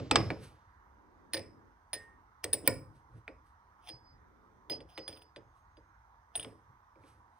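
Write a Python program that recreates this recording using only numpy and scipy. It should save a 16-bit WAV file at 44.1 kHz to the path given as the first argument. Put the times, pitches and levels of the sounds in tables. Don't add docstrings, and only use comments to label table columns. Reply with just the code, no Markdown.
import sys
import numpy as np
from scipy import signal
from scipy.fft import rfft, irfft, next_fast_len
from scipy.io import wavfile
from scipy.ndimage import uniform_filter1d

SR = 44100
rng = np.random.default_rng(int(sys.argv[2]) if len(sys.argv) > 2 else 0)


def int16_out(signal):
    q = np.round(np.clip(np.atleast_2d(signal).T, -1, 1) * 32767)
    wavfile.write(sys.argv[1], SR, q.astype(np.int16))


def volts_from_db(level):
    exponent = np.asarray(level, float) / 20
    return 10 ** exponent


N = 325899

# Hz, dB per Hz.
HUM = [(12, -49), (20, -13.5), (64, 13.5), (139, -30), (179, -15.5), (265, -20), (416, -22.5), (599, -22),
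       (939, -5), (1600, -15.5), (2050, -23.5), (2580, -37.5), (4500, -41), (6350, -36.5), (7250, -50.5),
       (8500, -43), (13100, -54), (13550, -36), (14100, -57.5)]
# Hz, likeness from 0 to 1.
HUM_LIKENESS = [(60, 0.98), (200, 0.95), (550, 0.52), (1000, 1), (2000, 0.25), (4000, 0.12)]
# Hz, left minus right in dB.
HUM_LEAN = [(60, -0.5), (240, -0.5), (950, -3.5), (3770, -12.5), (15000, 7.5)]
HUM_DB, HUM_LEAD_S = -62, .00022
# peak, rise and fall in seconds, level in dB.
DRONE = [(1.2, 0.7, 0.42, -66), (1.55, 0.39, 0.34, -62.5), (2.1, 0.29, 0.39, -69), (4.5, 1.26, 0.5, -68)]
# peak, rise and fall in seconds, level in dB.
WHINE = [(5.65, 0.4, 0.43, -95.5)]
WHINE_HZ, SQUEAL_HZ = 6460, 4962

# Hz, time to die by 60 dB in seconds.
SHOP_T60 = [(100, 0.71), (500, 0.36), (2000, 0.27), (5000, 0.25), (15000, 0.35)]
# Hz, room against direct sound in dB.
SHOP_WET = [(100, 5), (500, -8.5), (2000, -12), (5000, -22), (15000, -34)]
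# Hz, lead of the left in radians.
PORT_LEAD = [(60, 0.), (300, .8), (600, .4), (1200, 1.3), (2500, -.6), (4900, -1.7), (9500, -.4),
             (15500, -.9)]
# Hz, left minus right in dB.
PORT_LEAN = [(60, -0.5), (130, -1.5), (290, -3), (640, 0.5), (1410, -2.5), (3100, 0), (4950, -3),
             (6820, -1), (15000, 0)]
# Hz,
# level in dB.
NEAR_COLOUR = [(5500, -1.5), (6500, 1), (7150, -22), (7700, 1.5), (10300, -2.5), (11200, -12), (13000, -21),
               (14500, -11), (15300, -1.5), (16300, -6), (17200, -58.5)]

# peak, rise and fall in seconds, rumble dB, bump dB.
PUSHES = [(0, 0.0097, 0.19, -39.5, -39), (.115, 0.014, 0.2, -31.5, -41), (.15, 0.014, 0.081, -34, -32),
          (.175, 0.027, 0.33, -37.5, -33.5), (.306, 0.0031, 0.037, -29.5, -73),
          (.44, 0.33, 0.096, -65, -55), (2.66, 0.19, 0.02, -45.5, -67.5), (2.95, 0.18, 0.24, -68, -64.5),
          (3.17, 0.12, .1, -60, -51), (3.94, 0.029, 0.12, -69.5, -54), (4.14, 0.078, 0.11, -79.5, -58.5),
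          (4.79, 0.23, 0.059, -56, -85), (5.09, 0.0065, 0.096, -51, -75), (6.38, 0.013, 0.13, -77, -54.5),
          (6.468, 0.051, 0.17, -50, -59.5), (6.7, 0.027, 0.068, -75, -57), (7.0, 0.074, 0.6, -66.5, -68)]
# peak, rise and fall in seconds, swish dB.
BRUSHES = [(0, 0.0093, 0.35, -83), (2.03, 0.18, .1, -80), (3.47, 0.055, 0.13, -85),
           (.116, 0.0035, 0.05, -61.5), (.18, 0.03, 0.37, -68), (.438, 0.06, 0.13, -64.5),
           (2.96, 0.06, 0.12, -82), (3.18, 0.15, 0.083, -84.5), (5.576, 0.099, 0.093, -87),
           (6.37, 0.012, 0.25, -68), (7.086, 0.14, 0.17, -76.5), (7.39, 0.22, 0.092, -90)]
# peak, rise and fall in seconds, level in dB.
RUBS = [
    (0, .01, 0.7, -61.5),
    (.2, 0.035, 0.35, -60),
    (1.333, 0.017, 0.0048, -61.5),
    (7.07, .1, 0.085, -81.5),
]
# Hz, dB per Hz.
SWISH = [(410, -43), (700, -25), (1100, -2), (2130, -6.5), (6600, -11.5), (7200, -32), (7800, -10.5),
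         (11400, -13), (12200, -49), (13800, -40), (14800, -16), (16500, -43.5)]
# peak, rise and fall in seconds, scrape dB, bar singing dB.
STROKES = [(2.436, 0.0067, 0.011, -57.5, -84), (2.668, 0.024, 0.008, -45.5, -57.5),
           (3.886, 0.075, 0.039, -54, -66), (4.72, 0.015, 0.073, -50.5, -68.5), (4.9, 0.03, 0.2, -67, -77),
           (5.1, 0.017, 0.14, -64, -72), (5.178, 0.052, 0.043, -72, -70), (5.22, 0.013, 0.024, -67, -70),
           (6.362, 0.022, 0.014, -49, -69), (6.44, 0.11, 0.053, -64, -82.5)]
# Hz, dB per Hz.
SCRAPE = [(410, -39), (700, 13), (1490, -18), (3240, 4), (4400, -15), (5090, -2), (8080, -25.5),
          (9720, -4.5), (12000, -58), (15900, -24.5), (16500, -54.5)]
# Hz, level in dB, time to die by 60 dB in seconds.
SLIDE_TONES = [(9560, 0, .06), (15400, -4, .06)]
# peak, rise and fall in seconds, level in dB.
SQUEAL = [(3.895, 0.0089, 0.12, -51), (4.08, 0.071, 0.11, -67.5), (4.706, 0.0089, 0.087, -36.5),
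          (4.82, 0.012, 0.02, -66), (4.9, 0.038, 0.049, -79), (5.0, 0.082, 0.18, -54.5),
          (5.085, 0.0052, 0.013, -51), (5.135, 0.023, 0.045, -58), (5.22, .15, 0.12, -71)]
SWING_DB = 30
# start in seconds, level in dB.
TICKS = [(1.337, -39), (1.3409, -42), (1.3513, -41), (1.3691, -40), (1.3771, -44), (3.8669, -54),
         (3.873, -55), (3.8776, -55), (3.8804, -50), (3.8849, -51), (3.8919, -45), (3.8999, -48),
         (4.7221, -54), (4.7261, -54), (4.7688, -59), (4.7826, -60), (4.8028, -60), (4.8054, -55),
         (4.8966, -65), (4.947, -65), (5.0875, -51), (5.1276, -58), (5.1317, -56), (5.1356, -58),
         (5.1617, -58), (5.1651, -56), (5.1728, -51), (5.1947, -60), (5.2209, -52), (6.3548, -30),
         (6.3574, -43), (6.3614, -42), (6.375, -45), (6.3967, -33), (6.3992, -46), (6.4023, -51),
         (6.408, -42), (6.4137, -45), (6.4169, -49), (6.4229, -50), (6.4285, -39), (6.4312, -45),
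         (6.4344, -46), (6.4467, -40)]
TICK_HZ, TICK_T60_S, TICK_DB = 3270, .008, 2.5

# start in seconds, dB of crack, thud, low ring (5 kHz) and high (9.5 kHz).
BUMPS = [
    (0, -44, -44, -58, -70),
    (0.1116, -13, -25.5, -29, -21.5),
    (0.1142, -21.5, -38.5, -33, -35.5),
]
# start in seconds, then dB of crack, thud, low ring and high ring.
KNOCKS = [
    (0.1571, -8, -20.5, -26, -36),
    (0.1596, -20, -34.5, -28, -48),
    (0.2041, -38.5, -41, -44.5, -74.5),
]
# start in seconds, then dB of crack, thud, low ring and high ring.
NUDGES = [
    (0.3035, -24, -33.5, -44.5, -54),
    (3.2793, -34.5, -45, -61, -61.5),
    (6.4472, -45, -68, -58, -64),
    (6.9570, -66.5, -57.5, -78, -87),
    (7.0372, -61, -57, -78, -90),
]
# start in seconds, then dB of crack, thud, low ring and high ring.
TAPS = [(1.3342, -27, -39, -40, -31), (1.3432, -26, -39, -35, -48), (1.3480, -31, -42, -40, -39),
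        (1.3688, -36, -43, -45, -54), (1.3735, -36, -43, -47, -48), (1.3775, -38, -50, -47, -54),
        (1.3938, -46, -44, -53, -55)]
# start in seconds, then dB of crack, thud, low ring and high ring.
DANGLE = [
    (1.9317, -29, -50, -50.5, -32),
]
# start in seconds, then dB of crack, thud, low ring and high ring.
SEATS = [
    (2.4372, -40, -60, -64, -55),
    (2.4405, -23.5, -41.5, -50.5, -48),
    (2.4425, -17.5, -40.5, -52, -35),
]
# start in seconds, then dB of crack, thud, low ring and high ring.
JAMS = [
    (2.5300, -27, -48.5, -43, -27),
    (2.5327, -28, -41.5, -41, -24),
    (2.5390, -36, -55, -43, -30.5),
]
# start in seconds, then dB of crack, thud, low ring and high ring.
HOME = [
    (2.6753, -17.5, -29.5, -33.5, -20.5),
    (2.6775, -32.5, -39, -33, -34.5),
]
# start in seconds, then dB of crack, thud, low ring and high ring.
PROBES = [(3.8881, -39.5, -50, -53.5, -53), (3.8974, -47, -54.5, -58, -64), (4.8046, -49, -48.5, -65, -72),
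          (5.0789, -38, -48, -47, -45), (5.1275, -56, -53, -61, -63), (5.1728, -52.5, -58, -68, -70),
          (5.2209, -59, -63, -70, -68), (5.3613, -39.5, -45, -64.5, -70.5), (5.7700, -59.5, -55, -74, -81)]
# start in seconds, then dB of crack, thud, low ring and high ring.
POKES = [
    (4.6982, -29.5, -36.5, -55, -51),
    (4.9766, -33.5, -41.5, -54, -65),
]
# start in seconds, then dB of crack, thud, low ring and high ring.
SLIPS = [(6.3548, -36, -47.5, -52, -38), (6.3580, -60, -60, -56, -34), (6.3635, -58, -60, -56, -34.5),
         (6.3752, -54, -46, -56, -42), (6.3967, -40, -54, -60, -40), (6.4082, -50, -49.5, -58, -56),
         (6.4137, -60, -65, -60, -54), (6.4285, -46, -62, -58, -46), (6.4470, -42, -43, -56, -70)]

# Hz, dB per Hz.
WOOD = [(350, -22.5), (600, -4), (1150, -14.5), (1720, -12.5), (2370, -12.5), (4800, -13.5), (6890, -24.5),
        (7590, -15), (12900, -55), (15400, -35), (16500, -68.5)]
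# Hz, dB per Hz.
DULL = [(350, -47), (600, -5.5), (1680, -7), (2450, -3.5), (3070, -18), (3400, -15.5), (4940, -14),
        (7090, -61), (9000, -47), (11700, -78), (19800, -120)]
# Hz, dB per Hz.
TOUCH = [(350, -39), (600, 1.5), (1290, -14.5), (1770, -8), (3490, -4.5), (4940, -4.5), (7180, -20.5),
         (9610, -9.5), (12300, 2), (15800, -18), (16500, -56)]
# Hz, dB per Hz.
STEEL = [(350, -26), (600, -7), (1580, -21.5), (2370, -11), (2680, -10), (5080, -1.5), (7180, -28.5),
         (9480, -19), (12700, -34.5), (15200, -21.5), (16500, -30.5)]
# Hz, dB per Hz.
HOLE = [(350, -33), (600, 8.5), (1360, -7), (3260, -1), (4420, -9.5), (5080, -18), (7490, -16), (9480, -22),
        (12500, -109), (15800, -25), (16500, -15)]
# Hz, dB per Hz.
THUD = [(35, -39.5), (60, -16.5), (101, -9.5), (232, -15), (314, -1), (377, -7), (530, -2.5), (802, -19.5),
        (862, -18), (1100, -20.5), (1430, -44), (2420, -120)]
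# Hz, level in dB, time to die by 60 dB in seconds.
BODY = [(112, -9.5, 1.4), (192, -15.5, 0.04), (284, -6.5, 0.35), (323.1, 7.5, 0.57), (437, 5.5, 0.71),
        (520, -2, 0.53), (697.6, -29, 0.13), (687, -16.5, 0.5), (960, -25, 2.3)]
# Hz, dB against its ring column, time to die by 60 dB in seconds.
RIM = [(1266, 3.5, .018), (857, -1, 0.029), (2580, -2, .03), (3560, -3.5, .016), (4724, -3, .025),
       (7700, -9.5, 0.019), (7960, -14.5, 0.014), (9100, -6.5, .01), (15300, -23.5, 0.01)]
# Hz, dB against its ring column, time to die by 60 dB in seconds.
BLANK = [(1117, 6.5, .02), (824, -5.5, .025), (1960, -9, 0.03447), (2735, -11.5, .03), (3814, -6, 0.012),
         (4734, -12, .025), (7660, -10, 0.03), (9283, -13, 0.019)]
# Hz, dB against its ring column, time to die by 60 dB in seconds.
RAPPED = [(2360, -17, 0.0092), (1480, -9, 0.084), (756, -1.5, 0.048)]
# Hz, dB against its ring column, time to die by 60 dB in seconds.
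DAMPED = [(1830, -5, 0.03), (4920, -1, 0.035), (4260, -4, 0.016), (9555, -8, 0.09), (15370, -14, .04),
          (3900, -8, 0.018)]
# Hz, dB against its ring column, time to die by 60 dB in seconds.
HANGING = [(1845, -2, .55), (5000, 5, .15), (9580, -3, .07), (15410, -18, .07), (2330, 0, .04),
           (2050, -1, .04)]
# Hz, dB against its ring column, time to die by 60 dB in seconds.
GRIPPED = [(2331, -6.5, 0.038), (4960, -2.5, 0.023), (9730, -10.5, 0.028), (15430, -9, 0.023),
           (8220, -7, .035)]
# Hz, dB against its ring column, time to die by 60 dB in seconds.
JAMMED = [(1800, -4, 0.02), (5180, -3, 0.05), (3750, -6, .015), (9572, 0, 0.046), (15400, -15, 0.045),
          (8118, -17, .035)]
# Hz, dB against its ring column, time to die by 60 dB in seconds.
LOCKED = [(533, -2, 0.039), (1015.4, -7.5, 0.051), (1421, -8, 0.054), (1870, 0, 0.034), (2270, -0.5, 0.045),
          (2425, -5.5, .03), (4280, -11.5, 0.019), (4860, -1, .03), (8000, -16.5, 0.031),
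          (9623, 0.5, 0.015), (11400, -11.5, 0.014), (15400, 5, 0.016)]
# Hz, dB against its ring column, time to die by 60 dB in seconds.
LOOSE = [(1820, -9, .025), (2520, -18, 0.017), (4840, 3, 0.078), (9545, -2, 0.067), (15390, -22, 0.082),
         (3400, 5, 0.025)]
# Hz, dB against its ring column, time to die by 60 dB in seconds.
FLAT = [(1950, 0.5, 0.077), (2364, -13, 0.043), (2939, 6, 0.049), (4091, -3, .03), (6185, -9, 0.018),
        (9500, 1.5, 0.058), (15370, -2, 0.072)]
# Hz, dB against its ring column, time to die by 60 dB in seconds.
WEDGED = [(1795, -9.5, 0.04), (4940, -5, 0.03), (9550, 0, 0.05), (15400, -24, 0.06), (8440, -22, 0.03)]
# low Hz, high Hz, dB against the ring column,
# time to die by 60 dB in seconds.
WASH = [(4850, 5400, -21, .32), (1700, 2700, -22, .25), (7750, 8500, -36, .28), (8500, 9200, -43, .25),
        (9350, 9950, -34, .3), (15200, 15550, -44, .3)]


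def evened(x):
    return x / np.sqrt(np.mean(x ** 2) + 1e-20)


def read(points, hz):
    f, value = np.transpose(points)
    return np.interp(np.log(hz + 1), np.log(f + 1), value)


def add(mix, s, sound):
    part = mix[round(s * SR):][:len(sound)]
    part += sound[:len(part)]


def coloured(x, points):
    hz = abs(np.fft.fftfreq(4096, 1 / SR))
    log_gain = np.log(volts_from_db(np.maximum(read(points, hz), -100)))
    taps = np.fft.ifft(np.exp(np.conj(signal.hilbert(log_gain)))).real[:1024]
    return signal.oaconvolve(x, taps / np.linalg.norm(taps))[:len(x)]


def band(x, low_hz, high_hz):
    sos = signal.butter(2, [low_hz, high_hz], "band", fs=SR, output="sos")
    return evened(signal.sosfilt(sos, x))


def ring(hz, db, t60, t, phase=0.):
    return volts_from_db(db - 60 * t / t60) * np.sin(2 * np.pi * hz * t + phase)


def resonate(x, hz, t60):
    r = np.exp(-np.log(1000) / (t60 * SR))
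    return evened(signal.lfilter([1], [1, -2 * r * np.cos(2 * np.pi * hz / SR), r * r], x))


def gesture(rows, x, column=3, bend=1):
    t, gain = np.arange(0, N + 32, 32) / SR, 0
    for row in rows:
        peak, rise, fall = row[:3]
        away = np.where(t < peak, (peak - t) / rise, (t - peak) / fall)
        gain = gain + volts_from_db(row[column] - SWING_DB * np.minimum(away, 5) ** bend)
    return np.interp(np.arange(N) / SR, t, gain) * x


def hum():
    frames, hz = N // 256 + 5, np.fft.rfftfreq(1024, 1 / SR)
    a, b, c, d, patches = rng.standard_normal((frames, 513, 5)).T
    patches = evened(uniform_filter1d(uniform_filter1d(patches, 8, 0), 20, 1))
    same = np.clip(read(HUM_LIKENESS, hz), -1, 1)[:, None]
    left = a + 1j * b
    right = same * left + np.sqrt(1 - same ** 2) * (c + 1j * d)
    z = np.array([left, right])
    z[0] *= np.exp(2j * np.pi * hz * HUM_LEAD_S)[:, None]
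    lean = np.array([.5, -.5])[:, None, None] * read(HUM_LEAN, hz)[:, None]
    z *= volts_from_db(read(HUM, hz)[:, None] + lean + 1.6 * patches)
    return volts_from_db(HUM_DB) * evened(signal.istft(z, nperseg=1024, noverlap=768)[1][:, :N])


def far():
    shared, left, right = rng.standard_normal((3, N))
    drone = np.array([band(shared + 2.0 * own, 150.0, 440) for own in (left, right)])
    whine = resonate(shared, WHINE_HZ, 0.45)
    return gesture(DRONE, drone, bend=1.8) + gesture(WHINE, whine, bend=5.4)


def shop(x):
    taps = np.zeros((3, SR))
    at = np.arange(200, SR - 20, 20) + rng.integers(0, 20, (3, (SR - 201) // 20))
    np.put_along_axis(taps, at, rng.choice([-1., 1.], at.shape), 1)
    taps = taps[0] + 0.58 * taps[1:]
    hz, t, z = signal.stft(taps, SR, nperseg=512)
    t60 = read(SHOP_T60, hz)[:, None]
    fade = volts_from_db(read(SHOP_WET, hz)[:, None] - 60 * t / t60) / np.sqrt(t60 * 200)
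    tail = signal.istft(z * fade, SR, nperseg=512)[1]
    return signal.fftconvolve(x[None], tail, axes=1)[:, :N]


def ports(x):
    size = next_fast_len(N + 4096)
    hz, side = np.fft.rfftfreq(size, 1 / SR), np.array([[.5], [-.5]])
    turn = volts_from_db(side * read(PORT_LEAN, hz)) * np.exp(1j * side * read(PORT_LEAD, hz))
    return irfft(rfft(x, size) * turn, size)[:, :N]


def rumble():
    push = rng.standard_normal(N)
    return evened(sum(volts_from_db(db) * resonate(push, f, 0.027) for f, db, _ in BODY))


def handling():
    swish, push = rng.standard_normal((2, N))
    bench = resonate(push, BODY[0][0], .25)
    bump = evened(band(band(push, 60, 150), 50, 170) + .8 * bench)
    pushed = gesture(PUSHES, rumble()) + gesture(PUSHES, bump, column=4)
    rubbed = gesture(RUBS, band(band(swish, 900, 5800), 600, 6200))
    brushed = gesture(BRUSHES, volts_from_db(7.) * evened(coloured(swish, SWISH)))
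    return pushed + rubbed + brushed


def sliding():
    bursts = np.minimum(rng.exponential(1, N // 64 + 1), 4)
    grit = rng.standard_normal(N) * volts_from_db(2.5 * bursts).repeat(64)[:N]
    song = sum(volts_from_db(db) * resonate(grit, f, t60) for f, db, t60 in SLIDE_TONES)
    scrape = evened(coloured(grit, SCRAPE))
    return gesture(STROKES, scrape) + gesture(STROKES, song, column=4)


def squeal():
    waver = 2.4 * evened(uniform_filter1d(rng.standard_normal(N), 2000))
    tone = np.sqrt(2) * np.sin(2 * np.pi * np.cumsum(SQUEAL_HZ + waver) / SR)
    return gesture(SQUEAL, tone, bend=2.06)


def ticks():
    out, t = np.zeros(N), np.arange(1024) / SR
    onset = 1 - np.exp(-t / 0.00023)
    for (s, db), e in zip(TICKS, rng.standard_normal(len(TICKS))):
        add(out, s, ring(TICK_HZ * (1 + 0.092 * e), db + TICK_DB, TICK_T60_S, t) * onset)
    return out


def contacts(events, colour, bar, crack_t60, thud_db, treble_db, spot_hz, spot_db,
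             free_s=1., blur=0.63, steel_db=0., stop_s=.004):
    out, t = np.zeros(N), np.arange(SR // 3) / SR
    hiss = rng.standard_normal(len(t))
    wash = [volts_from_db(db - 60 * t / t60) * band(band(hiss, low, high), low, high) for low, high, db, t60 in WASH]
    next_starts = [row[0] for row in events[1:]] + [N]
    for (s, crack_db, body_db, low_db, high_db), next_s in zip(events, next_starts):
        chatter = rng.standard_normal((2, len(t)))
        fade = volts_from_db(-60 * t / crack_t60) + 1.6 * volts_from_db(-60 * t / .006)
        rattle = coloured(chatter[0] * fade, colour)
        dull, bright = band(rattle, 700, 6800), band(rattle, 7500, 22000)
        crack = dull / abs(dull).max() + ring(spot_hz, spot_db, .012, t)
        bright *= volts_from_db(-60 * t / 0.062)
        fizz = bright / abs(bright).max()

        spread = rng.standard_normal(len(BODY))
        body = sum(ring(f, db + 4. 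* e, .5 * min(t60, .5), t) for (f, db, t60), e in zip(BODY, spread))
        shake = evened(coloured(chatter[1], THUD)) * volts_from_db(-60 * t / 0.14)
        thud = (shake + 0.11 * body) * (1 - np.exp(-t / 0.0072))

        shiver = evened(uniform_filter1d(chatter[1], size=70))
        sing = np.zeros(len(t))
        for f, db, t60 in bar:
            drive = low_db if f < 6000 else high_db
            tone = ring(f, db + drive, t60, t, 2 * np.pi * f * s)
            sing += tone * (1 + blur * np.roll(shiver, int(f)))
        sing *= np.exp(-np.maximum(t - min(next_s - s, free_s), 0) / stop_s)
        sing += volts_from_db(low_db) * sum(wash[:2]) + volts_from_db(high_db + steel_db) * sum(wash[2:])
        sing *= 1 - np.exp(-t / 0.0002)

        touch = volts_from_db(crack_db - 1.5) * crack + volts_from_db(high_db + treble_db) * fizz
        touch += volts_from_db(body_db + thud_db) * thud + volts_from_db(4.) * sing
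        add(out, s, touch)
    return out


def scene():
    near = contacts(BUMPS, WOOD, RIM, crack_t60=0.03, thud_db=-12.0, treble_db=-9.,
                    spot_hz=1180, spot_db=-9, blur=.35, steel_db=-14.)
    near += contacts(KNOCKS, WOOD, BLANK, crack_t60=0.037, thud_db=-7.5, treble_db=-9.5,
                     spot_hz=1160, spot_db=-12, blur=.3)
    near += contacts(NUDGES, DULL, RAPPED, crack_t60=0.043, thud_db=-2.5, treble_db=16.0,
                     spot_hz=2300, spot_db=0.0, blur=.3)
    near += contacts(TAPS, TOUCH, DAMPED, crack_t60=0.03, thud_db=-2., treble_db=2.,
                     spot_hz=2900, spot_db=-10, blur=.35)
    near += contacts(DANGLE, TOUCH, HANGING, crack_t60=0.11, thud_db=4.0, treble_db=-13.0,
                     spot_hz=2690, spot_db=-19.0, free_s=0.226, blur=0.3, stop_s=0.023)
    near += contacts(SEATS, STEEL, GRIPPED, crack_t60=0.034, thud_db=2.5, treble_db=18.0,
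                     spot_hz=1840, spot_db=-13, blur=0.49)
    near += contacts(JAMS, STEEL, JAMMED, crack_t60=0.064, thud_db=3.0, treble_db=-8.0,
                     spot_hz=3640, spot_db=-6.5, blur=0.3)
    near += contacts(HOME, STEEL, LOCKED, crack_t60=0.03, thud_db=1.5, treble_db=-4.,
                     spot_hz=1880, spot_db=-12, blur=0.25)
    near += contacts(PROBES, HOLE, LOOSE, crack_t60=0.052, thud_db=-2.5, treble_db=7.0,
                     spot_hz=3100, spot_db=-9, blur=0.083)
    near += contacts(POKES, HOLE, FLAT, crack_t60=0.068, thud_db=-1.0, treble_db=5.5,
                     spot_hz=3500, spot_db=-9, blur=0.18)
    near += contacts(SLIPS, HOLE, WEDGED, crack_t60=.014, thud_db=-5., treble_db=-14.,
                     spot_hz=3300, spot_db=-6, blur=.15)
    near = coloured(near + sliding() + ticks(), NEAR_COLOUR)
    return ports(near + handling() + squeal()) + shop(near) + hum() + far()


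def roll_off(x):
    return signal.sosfilt(signal.butter(12, 17080, fs=SR, output="sos"), x)


def record(dry):
    bass_cut = signal.butter(4, 45, "high", fs=SR, output="sos")
    return roll_off(signal.sosfilt(bass_cut, dry))


dry = scene()
out = record(dry)
int16_out(out)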